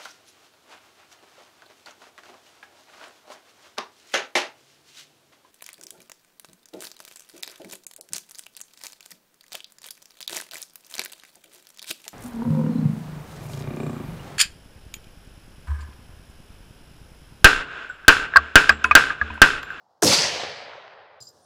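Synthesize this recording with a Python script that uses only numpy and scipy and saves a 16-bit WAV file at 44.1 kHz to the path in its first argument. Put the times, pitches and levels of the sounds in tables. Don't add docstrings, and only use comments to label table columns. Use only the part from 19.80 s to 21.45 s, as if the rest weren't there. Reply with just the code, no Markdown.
import sys
import numpy as np
from scipy import signal
from scipy.fft import rfft, irfft
from scipy.io import wavfile
from scipy.ndimage import uniform_filter1d

SR = 44100
rng = np.random.default_rng(int(sys.argv[2]) if len(sys.argv) > 2 else 0)


def volts(x):
    e = np.asarray(x, float) / 20
    return 10 ** e


def wav_record(signal):
    frames = np.transpose(np.atleast_2d(signal))
    bounded = np.clip(frames, -1, 1)
    quanta = np.round(bounded * 32767).astype(np.int16)
    wavfile.write(sys.argv[1], SR, quanta)


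N = 72765
SHOT_S, EDIT_S = 0.2205, 1.4025


def unit(x):
    return x / np.sqrt(np.mean(x ** 2))


def noise():
    return rng.standard_normal(N)


def curve(rows, t):
    return np.interp(t, *np.array(rows).T[:2])


def colour(x, rows):
    hz, db = np.array(rows).T[:2]
    f = np.fft.rfftfreq(N, 1 / SR) + 1
    gain = volts(np.interp(np.log(f), np.log(hz), db))
    return unit(irfft(rfft(x) * gain, N))


def ring(x, hz, width_hz):
    b, a = signal.iirpeak(min(hz, 0.45 * SR), hz / width_hz, fs=SR)
    return signal.lfilter(b, a, x)


def walk(rate_hz):
    hold = int(SR / rate_hz)
    steps = np.repeat(rng.standard_normal(2000), hold)[:N]
    return unit(uniform_filter1d(uniform_filter1d(steps, hold), hold))


def wind(shape, db):
    return volts(db + 1.5 * walk(36)) * colour(noise(), shape)


def wind_around_shot(t):
    # frequency in Hz, level in dB
    wind_shape = [(40, -27), (110, -9.5), (300, -13), (800, 0.5), (1500, -14.5), (2300, -32), (5100, -21),
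                  (9000, -38.5)]
    duck_db = -18.5 * (t > SHOT_S) * np.exp(-(t - SHOT_S) / 1.6)
    return wind(wind_shape, -66.5 + duck_db)


def slaps(t):
    # start in seconds, peak level in dB, pitch in Hz, length in cycles
    bursts = [(.063, -56, 850, 7), (.152, -59, 800, 5), (.2255, -12, 1500, 4), (.231, -11, 6200, 12),
              (.234, -11, 8300, 14), (.2555, -11, 5500, 9), (.2775, -7, 5200, 9), (.281, -20, 920, 7),
              (.301, -10, 6500, 5), (.3105, -10, 5500, 4), (.316, -17, 1300, 4), (.325, -22, 260, 3),
              (.3285, -11, 850, 1.6), (.335, -11, 4600, 8), (.344, -6, 4600, 6), (.375, -30, 160, 4),
              (.386, -14, 2800, 5), (.4215, -6, 5600, 5), (.45, -21, 900, 3), (.492, -22, 2800, 8),
              (.557, -26, 520, 3), (.575, -28, 500, 3), (.597, -23, 750, 2.5), (.634, -21, 550, 1.8),
              (.647, -31, 450, 2), (.6945, -47, 11500, 2.5), (.9, -33, 900, 2), (.934, -33, 1500, 2.5),
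              (.975, -36, 580, 9)]
    out = 0
    for start, db, hz, cycles in bursts:
        phase = (t - start) * hz
        bell = np.exp(-(phase / cycles * 2 - 1) ** 2 * 2)
        out = out + volts(db) * bell * np.sin(2 * np.pi * phase)
    return out


def gas(t):
    # frequency in Hz, level in dB
    jet_shape = [(300, -22), (900, 1), (1800, -11), (3500, -11), (5800, -1), (8300, -7.5), (12000, -14),
                 (16000, -24)]
    rise_s, hold_s, fall_s = 0.0059, 0.017, 0.027
    u = np.maximum(t - SHOT_S, 0)
    env = np.minimum(u / rise_s, 1) ** 2 * np.exp(-np.maximum(u - hold_s, 0) / fall_s)
    return volts(-12.5 + 2.5 * walk(400)) * env * colour(noise(), jet_shape)


def boom(t):
    # frequency in Hz, level in dB, 60 dB decay time in seconds, onset after the shot in seconds
    modes = [(423.2, -14, .1, .004), (711, -12.5, 0.077, 0.0053), (292.9, -16, 0.46, 0.0139),
             (501, -14, .3, .03), (201.2, -25, .5, .012), (105.2, -24.5, 0.65, 0.015),
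             (579.3, -18.5, 0.3, 0.069), (338.4, -24, 0.54, .006), (59, -37.5, 0.1, .03),
             (194.6, -23, 0.34, 0.066)]
    end_s, fade_s, rough_db = 0.31, 0.025, 3
    out = 0
    for hz, db, t60, late in modes:
        u = np.maximum(t - SHOT_S - late, 0)
        phase = 2 * np.pi * hz * u + 1.2 * walk(130)
        level = volts(db - 60 * u / t60 + rough_db * walk(120))
        out = out + level * (1 - np.exp(-u / 0.0027)) * np.sin(phase)
    return out / (1 + np.exp(np.clip((t - end_s) / fade_s, -30, 30)))


def wood(t):
    # frequency in Hz, level at the shot in dB, loss in dB per second
    bands = np.array([(45.2, -81.5, 30.5), (86, -47, 32.5), (130, -37.5, 48), (280, -44, 41),
                      (550, -31, 27.5), (1050, -33, 30), (1890, -27, 36.5), (3456, -23, 47),
                      (4900, -11, 64.5), (7500, -18.5, 89), (10700, -24.5, 110.5), (16000, -35.5, 142)])
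    # time in seconds, level in dB
    limiter_gain = [(.225, -14), (.25, -10), (.275, -2.5), (.3, -7), (.335, 2), (.37, -1), (.5, -2.5), (.9, -2),
                    (1.4, 3.5)]
    hail_per_s, spread_db, hail_db, patchy_db = 2200, 2.4, -3, 1.5
    bass_late_s, bass_late_hz = 0.066, 3800

    chance, sign, size = rng.random((3, N))
    hail = (chance < hail_per_s / SR) * np.sign(sign - 0.5) * volts(-spread_db * np.log(size))
    spectrum = rfft(noise() + volts(hail_db) * unit(hail))
    octave = np.log2(np.fft.rfftfreq(N, 1 / SR) + 1)
    u = np.maximum(t - SHOT_S, 0)
    shared = walk(30)
    out = 0
    for centre in np.arange(5.5, 14.1, 1 / 3):
        window = np.cos(np.clip((octave - centre) * 3, -1, 1) * np.pi / 2) ** 2
        band = unit(irfft(spectrum * window, N))
        db = np.interp(centre, np.log2(bands[:, 0]), bands[:, 1])
        loss = np.interp(centre, np.log2(bands[:, 0]), bands[:, 2])
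        slowness = 1 / (1 + (2 ** centre / bass_late_hz) ** 4)
        build = (1 - np.exp(-(u / bass_late_s) ** 3)) ** slowness
        out = out + band * build * volts(db - loss * u + patchy_db * (walk(14) + 0.32 * shared))
    return out * volts(curve(limiter_gain, t)) * (u > 0)


def overload(t, low):
    trough = signal.lfilter([0.04], [1, -0.96], np.maximum(-low, 0))
    around_peak = np.exp(-((t - SHOT_S - 0.021) / 0.018) ** 2)
    return np.exp(-22 * trough * around_peak)


def wind_later():
    # frequency in Hz, level in dB
    later_shape = [(40, -13), (100, -3), (280, -6), (550, 1.5), (1700, -12.5), (2200, -30.5), (5000, -11.5),
                   (16000, -35)]
    return wind(later_shape, -59)


def scrape(t):
    # frequency in Hz, width in Hz, level in dB, late gain in dB per second
    case_modes = [(4950, 200, -1.5, 4), (7280, 170, -3.5, 0), (13500, 80, -28, 110), (5570, 190, -15, 3),
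                  (6300, 280, -12, -8), (9660, 300, -26, -2), (4300, 310, -8.5, -80), (7900, 280, -15, -60)]
    # time in seconds, scraping effort in dB
    effort = [
        (1.403, -46),
        (1.415, -56),
        (1.43, -47.5),
        (1.445, -53.5),
        (1.465, -55.5),
        (1.48, -48.5),
        (1.495, -52),
        (1.505, -58),
        (1.522, -79),
    ]
    u = np.maximum(t - EDIT_S, 0)
    stop_db = -490 * np.maximum(t - effort[-1][0], 0)
    grit = noise() * volts(1.8 * walk(250) + curve(effort, t) + stop_db) * (u > 0)
    out = 0
    for hz, width, db, late_db in case_modes:
        mode = ring(ring(grit, hz, 3 * width), hz, width)
        out = out + volts(db + late_db * np.minimum(u, 0.12)) * np.sqrt(SR / 3 / width) * mode
    return out


def handling(t):
    u = np.maximum(t - EDIT_S, 0)
    hiss = volts(-59.5) * np.exp(-(u / 0.04) ** 2) * unit(ring(noise(), 8000, 9000))
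    thud = volts(-48.5) * np.exp(-u / 0.025) * (1 - np.exp(-u / 0.0064)) * np.sin(2 * np.pi * 116.6 * u)
    cloth = unit(ring(ring(noise(), 9200, 600), 9200, 600))
    rustle = volts(-80 + 6 * (u - 0.15) * 10 + 3 * walk(40)) * cloth
    return hiss + thud + rustle


def tinks(t):
    # start in seconds, ringing pitch in Hz, peak level in dB, 60 dB decay time in seconds
    knocks = [
        (1.405, 4950, -37, 0.019),
        (1.411, 4880, -39.5, 0.055),
        (1.412, 7280, -44, 0.056),
        (1.424, 7280, -39, 0.034),
        (1.425, 4900, -46, 0.028),
        (1.4695, 4956, -38, 0.054),
        (1.484, 4950, -47.5, 0.053),
        (1.488, 13500, -55, .05),
        (1.502, 4950, -52, 0.045),
    ]
    out = 0
    for start, hz, db, t60 in knocks:
        u = np.maximum(t - start, 0)
        level = volts(db - 60 * (u / t60) ** 1.01 + 1.2 * walk(300))
        attack = 1 - np.exp(-u / 0.00033)
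        out = out + level * attack * np.sin(2 * np.pi * hz * u + 0.88 * walk(300))
    return out


def scene():
    t = np.arange(N) / SR
    low = boom(t)
    shot = low + overload(t, low) * (gas(t) + wood(t)) + slaps(t) + wind_around_shot(t)
    case = scrape(t) + tinks(t) + handling(t) + wind_later()
    after = np.clip((t - EDIT_S) / 0.0015, 0, 1)
    return (shot * (1 - after) + after * case)[None]


def band_limit(x):
    return signal.sosfilt(signal.butter(12, 16790, fs=SR, output="sos"), x)


def record(dry):
    ceiling = 0.72
    x = ceiling * np.tanh(dry / ceiling)
    x = signal.sosfilt(signal.butter(4, 62, "high", fs=SR, output="sos"), x)
    x = signal.sosfilt(signal.ellip(8, 0.2, 70, 15900, fs=SR, output="sos"), x)
    return band_limit(x)


dry = scene()
out = record(dry)
wav_record(out)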